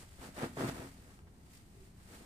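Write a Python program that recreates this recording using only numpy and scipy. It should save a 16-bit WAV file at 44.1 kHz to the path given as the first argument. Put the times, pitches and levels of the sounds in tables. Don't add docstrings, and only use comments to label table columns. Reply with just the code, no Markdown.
import sys
import numpy as np
from scipy import signal
from scipy.fft import rfft, irfft
from scipy.io import wavfile
from scipy.ndimage import uniform_filter1d

SR = 44100
rng = np.random.default_rng(int(sys.argv[2]) if len(sys.argv) > 2 else 0)


def wav_record(signal):
    frames = np.transpose(np.atleast_2d(signal))
    bounded = np.clip(frames, -1, 1)
    quanta = np.round(bounded * 32767).astype(np.int16)
    wavfile.write(sys.argv[1], SR, quanta)


N = 99225
T = np.arange(N) / SR
HZ = np.fft.rfftfreq(N, 1 / SR)

# (time [s], flutter level [dB], crumple level [dB])
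SHAKE_LEVELS = [(0, -66, -68.5), (.03, -64, -63), (.06, -79, -72.5), (.17, -75, -73), (.2, -62, -62.5),
                (.235, -50.5, -54.5), (.285, -53.5, -60), (.33, -86, -70.5), (.378, -47, -50.5),
                (.418, -44.5, -46), (.436, -37.5, -43.5), (.465, -42, -51.5), (.485, -69, -65.5),
                (.555, -65, -69.5), (.574, -40.5, -49.5), (.612, -36, -44), (.64, -32.5, -46),
                (.67, -48.5, -47.5), (.695, -39.5, -45.5), (.706, -54, -51), (.73, -44.5, -59),
                (.765, -51, -54), (.82, -50, -55), (.855, -48, -57), (.91, -78, -70), (1.0, -65, -71.5),
                (1.11, -63.5, -68), (1.24, -71, -83.5), (1.55, -68.5, -75.5), (1.66, -69.5, -80.5),
                (1.8, -67.5, -77), (1.93, -71, -80), (2.06, -74, -72.5), (2.14, -54.5, -61.5),
                (2.19, -58.5, -69), (2.215, -50.5, -73), (2.25, -73.5, -64.5)]
# (time [s], level [dB])
SLIDE_LEVELS = [(0.0, -61.5), (0.03, -62), (0.06, -69.5), (0.18, -68), (0.23, -60), (0.27, -61),
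                (0.32, -68), (0.34, -68), (0.37, -59), (0.44, -55), (0.51, -67.5), (0.55, -66), (0.6, -54),
                (0.7, -55.5), (0.74, -62.5), (0.75, -59.5), (0.85, -62.5), (0.96, -70), (1.15, -70.5),
                (1.25, -82), (1.48, -73.5), (1.55, -64.5), (1.6, -70.5), (1.63, -75.5), (1.87, -71.5),
                (1.92, -78), (2.06, -69), (2.15, -62), (2.25, -69.5)]
# (time [s], level [dB], time constant [ms])
TAUT_FOLDS = [(.191, -46, 1.1), (.290, -43, 1.1), (.378, -45, 0.34), (.432, -24, 0.65), (.441, -25.5, 0.54),
              (.571, -30.5, 0.33), (.607, -28.5, 0.36), (.631, -33, 0.51), (.646, -27, .6),
              (.679, -50, 0.27), (.690, -27.5, 0.73), (.757, -44, 0.16), (.797, -37.5, 1.5),
              (.818, -36.5, 0.18), (1.191, -42, 0.1), (1.271, -51, 0.16), (2.208, -49, .7)]
# (time [s], level [dB], half-length [s], pitch [Hz])
AIR_PUFFS = [(.445, -44, .017, 145), (.645, -38.5, .025, 122), (.74, -51, .025, 58), (.85, -53, .02, 125),
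             (.22, -56, .025, 60)]
# (time [s], level [dB], half-length [s], centre [Hz], half-width [Hz])
EDGE_WHISH = (.39, -56, .018, 1850, 250)
# (time [s], level [dB], half-length [s], tilt [dB/octave])
FOLD_SCUFFS = [(0.691, -45, 0.0055, 8.5), (0.815, -59, 0.0065, -2), (1.281, -65, 0.0085, 2),
               (1.335, -70, 0.0095, -12), (1.468, -67, 0.0062, 0), (1.598, -66, 0.0054, 6),
               (2.005, -65, 0.0094, 2), (2.155, -67, 0.0067, 8), (2.212, -60, 0.01, 1)]
# (time [s], level [dB], half-length [s], centre [Hz], half-width [Hz])
HOLLOW_RING = (1.81, -64, .042, 392, 22)

# (frequency [Hz], spectral density level [dB])
RUMBLE_SPECTRUM = [(10, -5), (28, -2.5), (50, 0.5), (90, 2), (130, -5), (200, -4.5), (280, -14.5),
                   (400, -14.5), (500, -25), (700, -21.5), (1200, -26.5), (3000, -38.5), (8000, -38.5),
                   (16000, -44.5)]
FLUTTER_SPECTRUM = [(30, -43), (80, -26), (130, 2), (190, 2), (260, 6.5), (350, -1.5), (490, -2),
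                    (600, -25), (1000, -13), (3000, -37), (16000, -60)]
CRUMPLE_SPECTRUM = [(100, -67), (350, -4), (560, 2), (720, 1), (1000, -0.5), (1850, -3), (2400, -10),
                    (3500, -14.5), (6000, -26), (16000, -47)]
SWISH_SPECTRUM = [(200, -52), (900, -15.5), (2000, 4.5), (3400, 0.5), (4500, 2.5), (6000, -0.5), (8400, 4),
                  (10500, -1.5), (13000, -5.5), (15500, -7.5)]
# (frequency [Hz], coherence [0-1])
CLOTH_COHERENCE = [(60, 0.71), (130, 1), (290, 1), (640, 0.67), (1400, 0.26), (4000, 0.083), (15000, 0.083)]
ROOM_COHERENCE = [(25, 0.73), (120, 0.99), (300, 0.99), (700, 0), (1500, 0), (15000, 0)]
# (frequency [Hz], left minus right [dB])
CLOTH_BALANCE = [(60, 3.5), (200, -2.5), (380, 4.5), (700, -2.1), (1300, 1.6), (2400, -0.4), (4400, -1),
                 (8100, .3), (14000, 1.5)]
# (frequency [Hz], time to fall 60 dB [s])
ROOM_DECAY = [(100, 0.83), (500, 0.13), (2000, 0.37), (8000, 0.16), (16000, 0.076)]
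# (frequency [Hz], bandwidth [Hz], resonance gain [dB])
STANDING_WAVES = [(271, 28, -3), (350, 26, 0), (418, 22, -5), (492, 22, -6), (662, 22, -8), (712, 22, -5),
                  (868, 24, -5), (1285, 25, -3), (1581, 25, -6), (1872, 40, -7)]


def amp(db):
    return 10 ** (np.asarray(db) / 20)


def unit(x):
    return x / np.sqrt(np.mean(x ** 2) + 1e-20)


def read(table, hz):
    knots_hz, values = np.transpose(table)
    return np.interp(np.log(hz + 1), np.log(knots_hz + 1), values)


def envelope(table, column):
    rows = np.array(table)
    return amp(np.interp(T, rows[:, 0], rows[:, column]))


def swell(time_s, db, half_s):
    return amp(db) * np.exp(-((T - time_s) / half_s) ** 2 / 2)


def coloured(pair, spectrum, coherence=CLOTH_COHERENCE):
    a, b = rfft(pair)
    alike = np.clip(read(coherence, HZ), 0, 1)
    mid, side = np.sqrt((1 + alike) / 2) * a, np.sqrt((1 - alike) / 2) * b
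    return unit(irfft(np.array([mid + side, mid - side]) * amp(read(spectrum, HZ)), N))


def grains(per_s, spread_db, smooth):
    size = amp(spread_db * np.minimum(rng.exponential(1, (2, N)), 3))
    pops = size * rng.choice([-1, 1], (2, N)) * (rng.random((2, N)) < per_s / SR)
    return unit(pops) + smooth * rng.standard_normal((2, N))


def steadied(x, span_s):
    power = uniform_filter1d((x ** 2).mean(0), int(span_s * SR), mode="wrap")
    return x / np.sqrt(abs(power) + 1e-6)


def narrow_swell(time_s, db, half_s, hz, half_width_hz):
    noise = coloured(rng.standard_normal((2, N)), CRUMPLE_SPECTRUM)
    band = irfft(rfft(noise) * np.exp(-((HZ - hz) / half_width_hz) ** 2), N)
    return swell(time_s, db, half_s) * unit(band)


def rumble():
    noise = coloured(rng.standard_normal((2, N)), RUMBLE_SPECTRUM, ROOM_COHERENCE)
    return amp([[-57], [-58]]) * noise


def flutter():
    ripples = coloured(grains(per_s=380, spread_db=2.5, smooth=.3), FLUTTER_SPECTRUM)
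    return amp(-4.5) * envelope(SHAKE_LEVELS, column=1) * steadied(ripples, span_s=.019)


def crumple():
    pops = coloured(grains(per_s=1100, spread_db=3.5, smooth=.33), CRUMPLE_SPECTRUM)
    return amp(2) * envelope(SHAKE_LEVELS, column=2) * steadied(pops, span_s=.023)


def swish(catch_hz=30, catch_db=1):
    catch_spectrum = HZ / catch_hz * np.exp(-HZ / catch_hz)
    catch = unit(irfft(rfft(rng.standard_normal(N)) * catch_spectrum, N))
    threads = coloured(grains(per_s=5000, spread_db=2.5, smooth=1), SWISH_SPECTRUM)
    return amp(4 + catch_db * catch) * envelope(SLIDE_LEVELS, column=1) * threads


def snaps(cutoff_hz=2820):
    out, t = np.zeros(N), np.arange(2048) / SR
    for time_s, db, decay_ms in TAUT_FOLDS:
        age = t / (decay_ms / 1e3)
        pulse = age * (2 - age) * np.exp(-age)
        span = out[round(time_s * SR):][:len(pulse)]
        span -= amp(db) * pulse[:len(span)] / pulse.max()
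    return amp(-1) * signal.sosfilt(signal.butter(2, cutoff_hz, fs=SR, output="sos"), out)


def billows(pitch_wander=.025):
    out = np.zeros(N)
    for time_s, db, half_s, hz in AIR_PUFFS:
        drift = unit(uniform_filter1d(rng.standard_normal(N), size=600))
        cycles = np.cumsum(hz * (1 + pitch_wander * drift)) / SR + rng.random()
        out += swell(time_s, db, half_s) * np.sin(2 * np.pi * cycles)
    return out


def whish():
    return narrow_swell(*EDGE_WHISH)


def scuffs():
    out = np.zeros((2, N))
    for time_s, db, half_s, tilt in FOLD_SCUFFS:
        spectrum = [(hz, level + tilt * np.log2(hz)) for hz, level in CRUMPLE_SPECTRUM]
        patter = coloured(grains(per_s=2600, spread_db=3, smooth=.81), spectrum)
        out += swell(time_s, db, half_s) * patter
    return amp(-2.5) * out


def hollow_ring():
    return narrow_swell(*HOLLOW_RING)


def bedroom(x, wet_db):
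    resonance = sum(amp(db) / (1 + 2j * (HZ - hz) / width) for hz, width, db in STANDING_WAVES)
    x = irfft(rfft(x) * (1 + resonance), N)
    echoes = rng.standard_normal((2, SR // 2)) * (rng.random((2, SR // 2)) < .06)
    echoes[:, :150] = 0
    hz, t, bands = signal.stft(echoes, SR, nperseg=256)
    alike = np.clip(read(ROOM_COHERENCE, hz), 0, 1)[:, None]
    bands[1] = alike * bands[0] + np.sqrt(1 - alike ** 2) * bands[1]
    decay = amp(-60 * t / read(ROOM_DECAY, hz)[:, None])
    tail = signal.istft(bands * decay, SR, nperseg=256)[1]
    tail /= np.linalg.norm(tail[0])
    return x + amp(wet_db) * signal.fftconvolve(x, tail, axes=1)[:, :N]


def off_axis(x):
    left_delay_s = .0004 * HZ / (HZ + 900)
    lag = np.exp(-2j * np.pi * HZ * left_delay_s)
    lean = amp(read(CLOTH_BALANCE, HZ) / 2)
    return irfft(rfft(x) * np.array([lean * lag, 1 / lean]), N)


def scene():
    cloth = flutter() + crumple() + scuffs() + swish() + whish() + snaps()
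    sheet = bedroom(cloth, wet_db=-15) + billows()
    return off_axis(sheet) + rumble() + hollow_ring()


def record(dry, cutoff_hz=15500):
    lowpass = signal.firwin(511, cutoff_hz, window=("kaiser", 9), fs=SR)
    return signal.oaconvolve(dry, lowpass[None], "same")


dry = scene()
out = record(dry)
wav_record(out)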